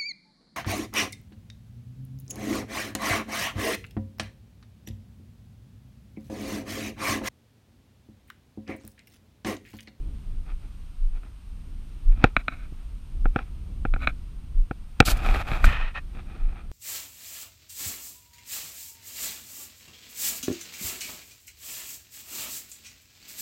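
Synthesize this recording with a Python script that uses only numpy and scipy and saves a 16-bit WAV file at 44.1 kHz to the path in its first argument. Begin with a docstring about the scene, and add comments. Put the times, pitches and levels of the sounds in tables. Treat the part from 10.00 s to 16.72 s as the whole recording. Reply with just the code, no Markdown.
"""Footfalls through a grassy paddock, heard from a small camera worn by the walker: each is a low pressure swing.
The camera rocks in its plastic mount with knocks and clacks, sums of short modes; its joint creeps in tiny slips.
Soft scrapes of cloth and the settling mount, then a hand rubbing and sliding close to the microphone, are
random slips through resonances of the case, with hiss and rumble direct from the hand.
Light wind rumbles at the microphone over the faint rush of far trees, both shaped noise, with a thin steady whine."""
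import sys
import numpy as np
from scipy import signal
from scipy.fft import rfft, irfft, next_fast_len
from scipy.io import wavfile
from scipy.ndimage import map_coordinates

SR = 44100
rng = np.random.default_rng(int(sys.argv[2]) if len(sys.argv) > 2 else 0)


def store_pcm(level_fs):
    """Save levels as 16-bit WAV."""
    pcm = np.round(np.clip(level_fs, -1, 1) * 32767).astype(np.int16)
    wavfile.write(sys.argv[1], SR, np.atleast_2d(pcm).T)


N = 296173  # length [samples]

# Air moving past the microphone, before WIND_GAIN_DB: (time [s], level [dB])
WIND = [(0.0, -43.5), (0.37, -46), (0.62, -51), (1.53, -51.5), (1.91, -49), (2.15, -40.5), (2.26, -45.5),
        (2.47, -48), (2.8, -52), (3.07, -49), (3.29, -45.5), (3.85, -44), (4.12, -48), (4.98, -50),
        (5.18, -39), (5.33, -43), (5.91, -47.5), (6.72, -48.5)]
WIND_GAIN_DB = 13.5
# Relative spectrum of wind, also of the rumble under the hand: (frequency [Hz], level [dB])
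WIND_COLOUR = [(10, -12.5), (24, 11.5), (45, 7), (70, 0), (120, -10.5), (200, -16), (280, -21),
               (400, -31.5), (700, -41), (1500, -61), (5000, -100)]
# Relative spectrum of far trees and faint hiss: (frequency [Hz], level [dB])
AIR_COLOUR = [(300, -11), (500, -12), (800, -8), (1200, -6.5), (1800, -13), (2700, -9.5), (4000, -14),
              (7500, -22), (9000, -20.5), (15500, -27.5)]

# Footfalls swaying the body: (time of centre [s], peak level [dB], half length to 1/e [s])
STEPS = [(.391, -25.5, 0.039), (0.545, -22.5, 0.038), (1.048, -14, 0.047), (1.139, -20.5, 0.048),
         (2.102, -6.5, .038), (2.26, -15, .017), (2.382, -22, 0.015), (3.267, -11.5, 0.044),
         (3.927, -14, 0.044), (4.085, -18.5, 0.02), (4.598, -10.5, 0.04), (5.014, -14.5, .018),
         (5.138, -11.5, 0.0173), (5.314, -11.5, 0.026), (5.67, -5.5, 0.017), (5.822, -19, 0.071),
         (6.455, -14, 0.048)]
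# Pitch and half length of a usual sway; the exponent makes shorter jolts swing faster
SWAY_HZ, SWAY_HALF_S, SWAY_STIFFENS = 27.1, 0.04, 0.2

# Stroke levels in the tables below are before the flutter of pressure and the mix gains in rubbing().
# Attack and release times span 60 dB, before the stretch for longer strokes.
LONG_STROKE_S = 0.07  # a stroke this long takes hold and lets go twice as slowly as a flick
# Soft scrapes on the case: cloth brushing it, and the mount settling after knocks:
# (start [s], length [s], level [dB])
SCRAPES = [(.49, 0.029, -55.5), (.643, .016, -60.5), (1.157, 0.016, -56), (1.24, 0.03, -60),
           (2.12, .045, -57.5), (2.175, .055, -53), (2.24, 0.021, -37), (2.788, 0.022, -58.5),
           (3.385, .022, -47.5), (3.46, 0.018, -61), (5.01, 0.014, -51.5), (6.16, 0.042, -50.5),
           (6.31, .16, -54), (6.49, .11, -52.5)]
SCRAPE_ATTACK_S, SCRAPE_RELEASE_S = 0.11, 0.09
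# Dull drag within the soft scrapes: (frequency [Hz], width [Hz], level [dB])
DRAG_MODES = [(240, 130, 0)]
DRAG_DB = -1  # relative to the scrape
# The hand rubs across the case: (start [s], length [s], level [dB])
RUBS = [(5.08, .04, -31.5), (5.14, .075, -40), (5.225, .02, -36), (5.25, .12, -31.5), (5.37, 0.046, -33.5),
        (5.478, .03, -36), (5.515, .06, -37), (5.6, 0.032, -42.5)]
RUB_ATTACK_S, RUB_RELEASE_S = 0.068, 0.062
RUB_HISS_DB, RUB_RUMBLE_DB = -19.5, 8  # relative to the rub; the hiss before HISS_GAIN_DB
RUB_SPREAD_DB = 4.5  # unevenness of the slips
# Resonances of the case under scraping and rubbing: (frequency [Hz], width [Hz], level [dB])
CASE = [(282, 79, -4), (486, 470, -7), (764, 140, 0.5), (1285, 150, -0.5), (1780, 580, -8.5),
        (2470, 240, -4), (3310, 190, -12.5), (3593, 510, -16.5)]
# A finger swipes right over the microphone opening: (start [s], length [s], level [dB])
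SWIPES = [(5.054, .061, -31), (5.17, 0.0058, -48), (5.642, 0.013, -38.5)]
SWIPE_ATTACK_S, SWIPE_RELEASE_S = 0.006, 0.035
# The hand slides away along the case: (start [s], length [s], level [dB])
SLIDES = [(5.66, 0.228, -30.5), (5.953, 0.033, -37)]
SLIDE_ATTACK_S, SLIDE_RELEASE_S = 0.03, 0.037
SLIDE_EASE_DB_PER_S = 49  # the pressure eases during each slide
SLIDE_HISS_DB, SLIDE_RUMBLE_DB = -17, 16  # relative to the slide stroke; the hiss before HISS_GAIN_DB
LEAVING_DB_PER_S = 131.5  # extra fade of hiss and rumble as the hand leaves the opening
# Resonances of the case under the sliding hand: (frequency [Hz], width [Hz], level [dB])
SLIDE_MODES = [(770, 660, -6), (1334, 165, 3.5), (1830, 118, 4), (2530, 160, 2.5), (3080, 350, -8),
               (3930, 700, -14.5), (5350, 1100, -28.5)]
SLIDE_GAIN_DB, HISS_GAIN_DB = 0.84, 1.5
# Relative spectrum of friction hiss: (frequency [Hz], level [dB])
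HISS_COLOUR = [(1500, -22.5), (2600, -9), (4000, -5.5), (4850, -5), (5500, -10), (8000, -9), (9200, -14),
               (10600, -11), (11500, -11.5), (12600, -10), (13400, -21.5), (15500, -13.5)]

# Blow levels scale the sum of the modes. Tilts act above and below 1400 Hz; positive is stronger.
# Small catches while things rub on the case:
# (time [s], level [dB], treble tilt [dB/octave], bass tilt [dB/octave])
CATCHES = [(1.233, -41.5, -5, 3), (2.5227, -32, -17, -4), (5.0774, -22, 1, 5.5), (5.084, -14, -4.5, -0.5),
           (5.5152, -23, 4.5, 5.5), (5.533, -26, 5.5, -9)]
# The mount meets its soft stop: (time [s], level [dB], treble tilt [dB/octave], bass tilt [dB/octave])
KNOCKS = [(2.2406, 0.2, 5, -0.5), (2.7225, -54.5, -15, 7.5), (3.2557, -18, -5.5, -0.5),
          (3.3603, -12.5, 1.5, -0.2), (3.3894, -21, 3, -4), (3.8514, -17.5, -2, -0.3),
          (3.9616, -24.5, -8, -2.5), (4.7104, -22, -1.5, 1), (5.0027, 1.5, 14, 0), (5.0245, -22.5, 2, 0)]
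# What the soft stop rings with, before tilt: (frequency [Hz], swell time [ms], level [dB])
KNOCK_MODES = [(126, 3.6, -4.5), (222, 2.14, 0.5), (480, 4, -12.5), (766, 3.33, -9.5), (1396, 2.1, -6.5),
               (1511, 1.5, -7), (1830, 3.1, -22), (2408, 2.1, -15.5), (2587, 2.46, -20.5),
               (3240, 0.88, -22.5), (3960, 1.5, -37), (5450, 0.94, -38.5)]
# The mount meets its hard stop: (time [s], level [dB], treble tilt [dB/octave], bass tilt [dB/octave])
CLACKS = [(2.3652, -5, -0.5, 0.05), (2.4812, -12, 0.8, -0.5), (3.9376, -19.5, -2.5, 3),
          (4.0725, -8.5, 2.2, 0), (5.6419, -5, -8, -1.5)]
# What the hard stop rings with, before tilt: (frequency [Hz], swell time [ms], level [dB])
CLACK_MODES = [(112, 4, -17.5), (250, 4.2, -18.5), (651, 2.1, -15.5), (1350, 1.68, -5), (1463, 2.6, -11.5),
               (1720, 1.7, -13.5), (2320, 1.9, -6.5), (2435, 2.9, -13.5), (2740, 1.5, -19),
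               (3500, 1.4, -21), (3890, 1.5, -20), (7100, 0.11, -32.5)]
# The joint of the mount creeps after a clack: (start [s], length [s], level [dB])
CREEPS = [(2.392, .018, -41.5), (2.495, 0.036, -49), (2.522, 0.019, -44), (2.555, 0.099, -54),
          (3.955, .04, -60), (4.02, 0.027, -35.5), (4.088, 0.0097, -37)]
CREEP_ATTACK_S, CREEP_RELEASE_S = 0.06, 0.045
CREEP_HISS_DB = -26  # relative to the creep

WHINE_HZ, TOP_HZ = 8631.6, 15500  # electronic whine; upper limit of the camera's treble
CEILING_DB = -0.8  # limit the camera's peaks bend towards


def amp(db):
    """Decibels to gain."""
    return 10 ** (np.asarray(db) / 20)


def unit(x):
    """Scale to rms 1."""
    return x / np.sqrt(np.mean(x ** 2) + 1e-20)


def level(rows):
    """Gain per sample, interpolated in dB from (time [s], level [dB]) rows."""
    return amp(np.interp(np.arange(N) / SR, *np.transpose(rows)))


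def wobble(rate):
    """A smooth random curve through `rate` random knots a second."""
    knots = rng.standard_normal(int(N * rate / SR) + 4)
    return map_coordinates(knots, [np.arange(N) * rate / SR])


def filtered(x, response):
    """Multiply the spectrum of x by a response of frequency."""
    size = next_fast_len(N + 8192)  # spare room for the filter's tail
    spectrum = rfft(x, size) * response(np.fft.rfftfreq(size, 1 / SR))
    return irfft(spectrum, size)[:N]


def coloured(x, points):
    """Shape x by a (frequency [Hz], level [dB]) spectrum, at rms 1."""
    hz, db = np.transpose(points)
    return unit(filtered(x, lambda f: amp(np.interp(np.log(f + 1), np.log(hz), db))))


def resonant(x, modes, edge_hz):
    """Pass x through parallel resonances and the case's treble roll-off, at rms 1."""
    def response(f):
        body = 0
        for k, (hz, width, db) in enumerate(modes):
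            resonance = 1j * f * width / (hz * hz - f * f + 1j * f * width)
            body = body + (-1) ** k * amp(db) * resonance  # neighbours in opposite polarity
        return body / np.sqrt(1 + (f / edge_hz) ** 10)

    return unit(filtered(x, response))


def slips(rate, spread_db):
    """Friction: a dense random train of tiny slips, `rate` a second, of uneven size, at rms 1."""
    happens = rng.random(N) < rate / SR
    sign = rng.choice([-1, 1], N)
    size = amp(spread_db * rng.standard_normal(N))
    return unit(happens * sign * size)


def strokes(rows, attack_s, release_s, ease_db_per_s=0):
    """Gain per sample of (start [s], length [s], level [dB]) strokes that take hold, may ease, and let go."""
    t = np.arange(N) / SR
    gain = np.zeros(N)
    for start, length, db in rows:
        before = np.maximum(start - t, 0) / attack_s
        after = np.maximum(t - start - length, 0) / release_s
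        slowness = 1 + length / LONG_STROKE_S
        eased_db = db - ease_db_per_s * np.clip(t - start, 0, length)
        gain = np.maximum(gain, amp(eased_db - 60 * (before + after) / slowness))
    return gain


def ring(modes, treble_db, bass_db, pivot_hz=1400):
    """One blow: each mode swells as the blow spreads through the plastic and dies within milliseconds."""
    t = np.arange(SR // 20) / SR
    hz, swell_ms, db = np.transpose(modes)[:, :, None]
    age = 1000 * t / swell_ms  # 1 at the height of the swell
    envelope = (age * np.exp(1 - age)) ** 2
    octaves = np.log2(hz / pivot_hz)
    tilt = treble_db * np.maximum(octaves, 0) - bass_db * np.minimum(octaves, 0)
    return np.sum(amp(db + tilt) * envelope * np.sin(2 * np.pi * hz * t), axis=0)


def blows(rows, modes, chatter_db, chatter_t60):
    """Contacts in the mount, each with its own tilt; the parts chatter briefly as they settle."""
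    out = np.zeros(N + SR)
    t = np.arange(SR // 10) / SR
    for time, db, treble_db, bass_db in rows:
        blow = ring(modes, treble_db, bass_db)
        noise = rng.standard_normal(len(t))
        clatter = signal.fftconvolve(noise, ring(CLACK_MODES, treble_db=-1.0, bass_db=-4.5))
        chatter = unit(clatter[:len(t)])
        start = round(time * SR)
        out[start:start + len(blow)] += amp(db) * blow
        out[start:start + len(t)] += amp(db + chatter_db - 60 * t / chatter_t60) * chatter
    return out[:N]


def paddock():
    """Lumpy wind rumble at the microphone over the faint, slowly varying rush of far trees."""
    gusty_noise = rng.standard_normal(N) * amp(1.8 * wobble(9.5))
    rumble = coloured(gusty_noise, WIND_COLOUR)
    trees = coloured(rng.standard_normal(N), AIR_COLOUR) * amp(0.58 * wobble(4.7))
    return amp(WIND_GAIN_DB) * level(WIND) * rumble + amp(-63.0) * trees


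def footfalls():
    """Each step sways the camera: a few cycles of very low pressure swing."""
    out = np.zeros(N)
    for centre, db, half in STEPS:
        hz = SWAY_HZ * (SWAY_HALF_S / half) ** SWAY_STIFFENS
        t = np.arange(N) / SR - centre
        near = np.abs(t) < 4 * half
        envelope = np.exp(-(t[near] / half) ** 2)
        out[near] += amp(db) * envelope * np.cos(2 * np.pi * hz * t[near])
    return out


def rubbing():
    """Slips of scrapes and skin sound the case; at the microphone opening skin also gives hiss and rumble."""
    scraping = strokes(SCRAPES, SCRAPE_ATTACK_S, SCRAPE_RELEASE_S)
    hand = strokes(RUBS, RUB_ATTACK_S, RUB_RELEASE_S)
    finger = strokes(SWIPES, SWIPE_ATTACK_S, SWIPE_RELEASE_S)
    sliding = strokes(SLIDES, SLIDE_ATTACK_S, SLIDE_RELEASE_S, SLIDE_EASE_DB_PER_S)
    since_first_slide = np.maximum(np.arange(N) / SR - SLIDES[0][0], 0)
    leaving = sliding * amp(-LEAVING_DB_PER_S * since_first_slide)
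    pressure = amp(1.7 * wobble(60) + 0.84 * wobble(300))  # the surfaces catch and let go

    rub = (scraping + hand) * resonant(slips(rate=2600, spread_db=RUB_SPREAD_DB), CASE, edge_hz=5900)
    drag_tone = resonant(slips(rate=2000, spread_db=2), DRAG_MODES, edge_hz=420)
    drag = amp(DRAG_DB) * scraping * drag_tone
    slide = sliding * resonant(slips(rate=5000, spread_db=0.5), SLIDE_MODES, edge_hz=7700)

    hiss_gain = finger + amp(RUB_HISS_DB) * hand + amp(SLIDE_HISS_DB) * leaving
    hiss = hiss_gain * coloured(slips(rate=6400, spread_db=1), HISS_COLOUR)
    rumble_gain = amp(RUB_RUMBLE_DB) * hand + amp(SLIDE_RUMBLE_DB) * leaving
    rumble = rumble_gain * coloured(rng.standard_normal(N), WIND_COLOUR)
    return pressure * (rub + drag + amp(SLIDE_GAIN_DB) * slide + amp(HISS_GAIN_DB) * hiss) + rumble


def clacks_and_catches():
    """Sharp contacts on the hard stop, and small catches on the case that ring the same modes."""
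    return blows(list(CLACKS) + list(CATCHES), CLACK_MODES, chatter_db=-14.5, chatter_t60=0.037)


def knocks():
    """Dull contacts on the soft stop, ringing its own modes."""
    return blows(KNOCKS, KNOCK_MODES, chatter_db=-24.0, chatter_t60=0.056)


def creeping_joint():
    """The joint creeps in tiny slips that ring the mount's modes, with a little hiss."""
    mount_ring = ring(CLACK_MODES, treble_db=1.5, bass_db=2)
    joint = signal.fftconvolve(slips(rate=1700, spread_db=2), mount_ring)[:N]
    hiss = amp(CREEP_HISS_DB) * coloured(slips(rate=6400, spread_db=4.5), HISS_COLOUR)
    return strokes(CREEPS, CREEP_ATTACK_S, CREEP_RELEASE_S) * (unit(joint) + hiss)


def scene():
    """Everything at the one microphone."""
    mount = clacks_and_catches() + knocks() + creeping_joint()
    return (paddock() + footfalls() + rubbing() + mount)[None]


def record(dry, whine_db=-76):
    """The camera adds a thin electronic whine, clips the highest peaks softly and cuts the top treble."""
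    whine = np.sqrt(2) * np.sin(2 * np.pi * WHINE_HZ * np.arange(N) / SR)  # rms 1
    x = dry[0] + amp(whine_db) * whine
    x = x / (1 + np.abs(x / amp(CEILING_DB)) ** 8) ** (1 / 8)
    return filtered(x, lambda f: f < TOP_HZ)[None]


dry = scene()
out = record(dry)
store_pcm(out)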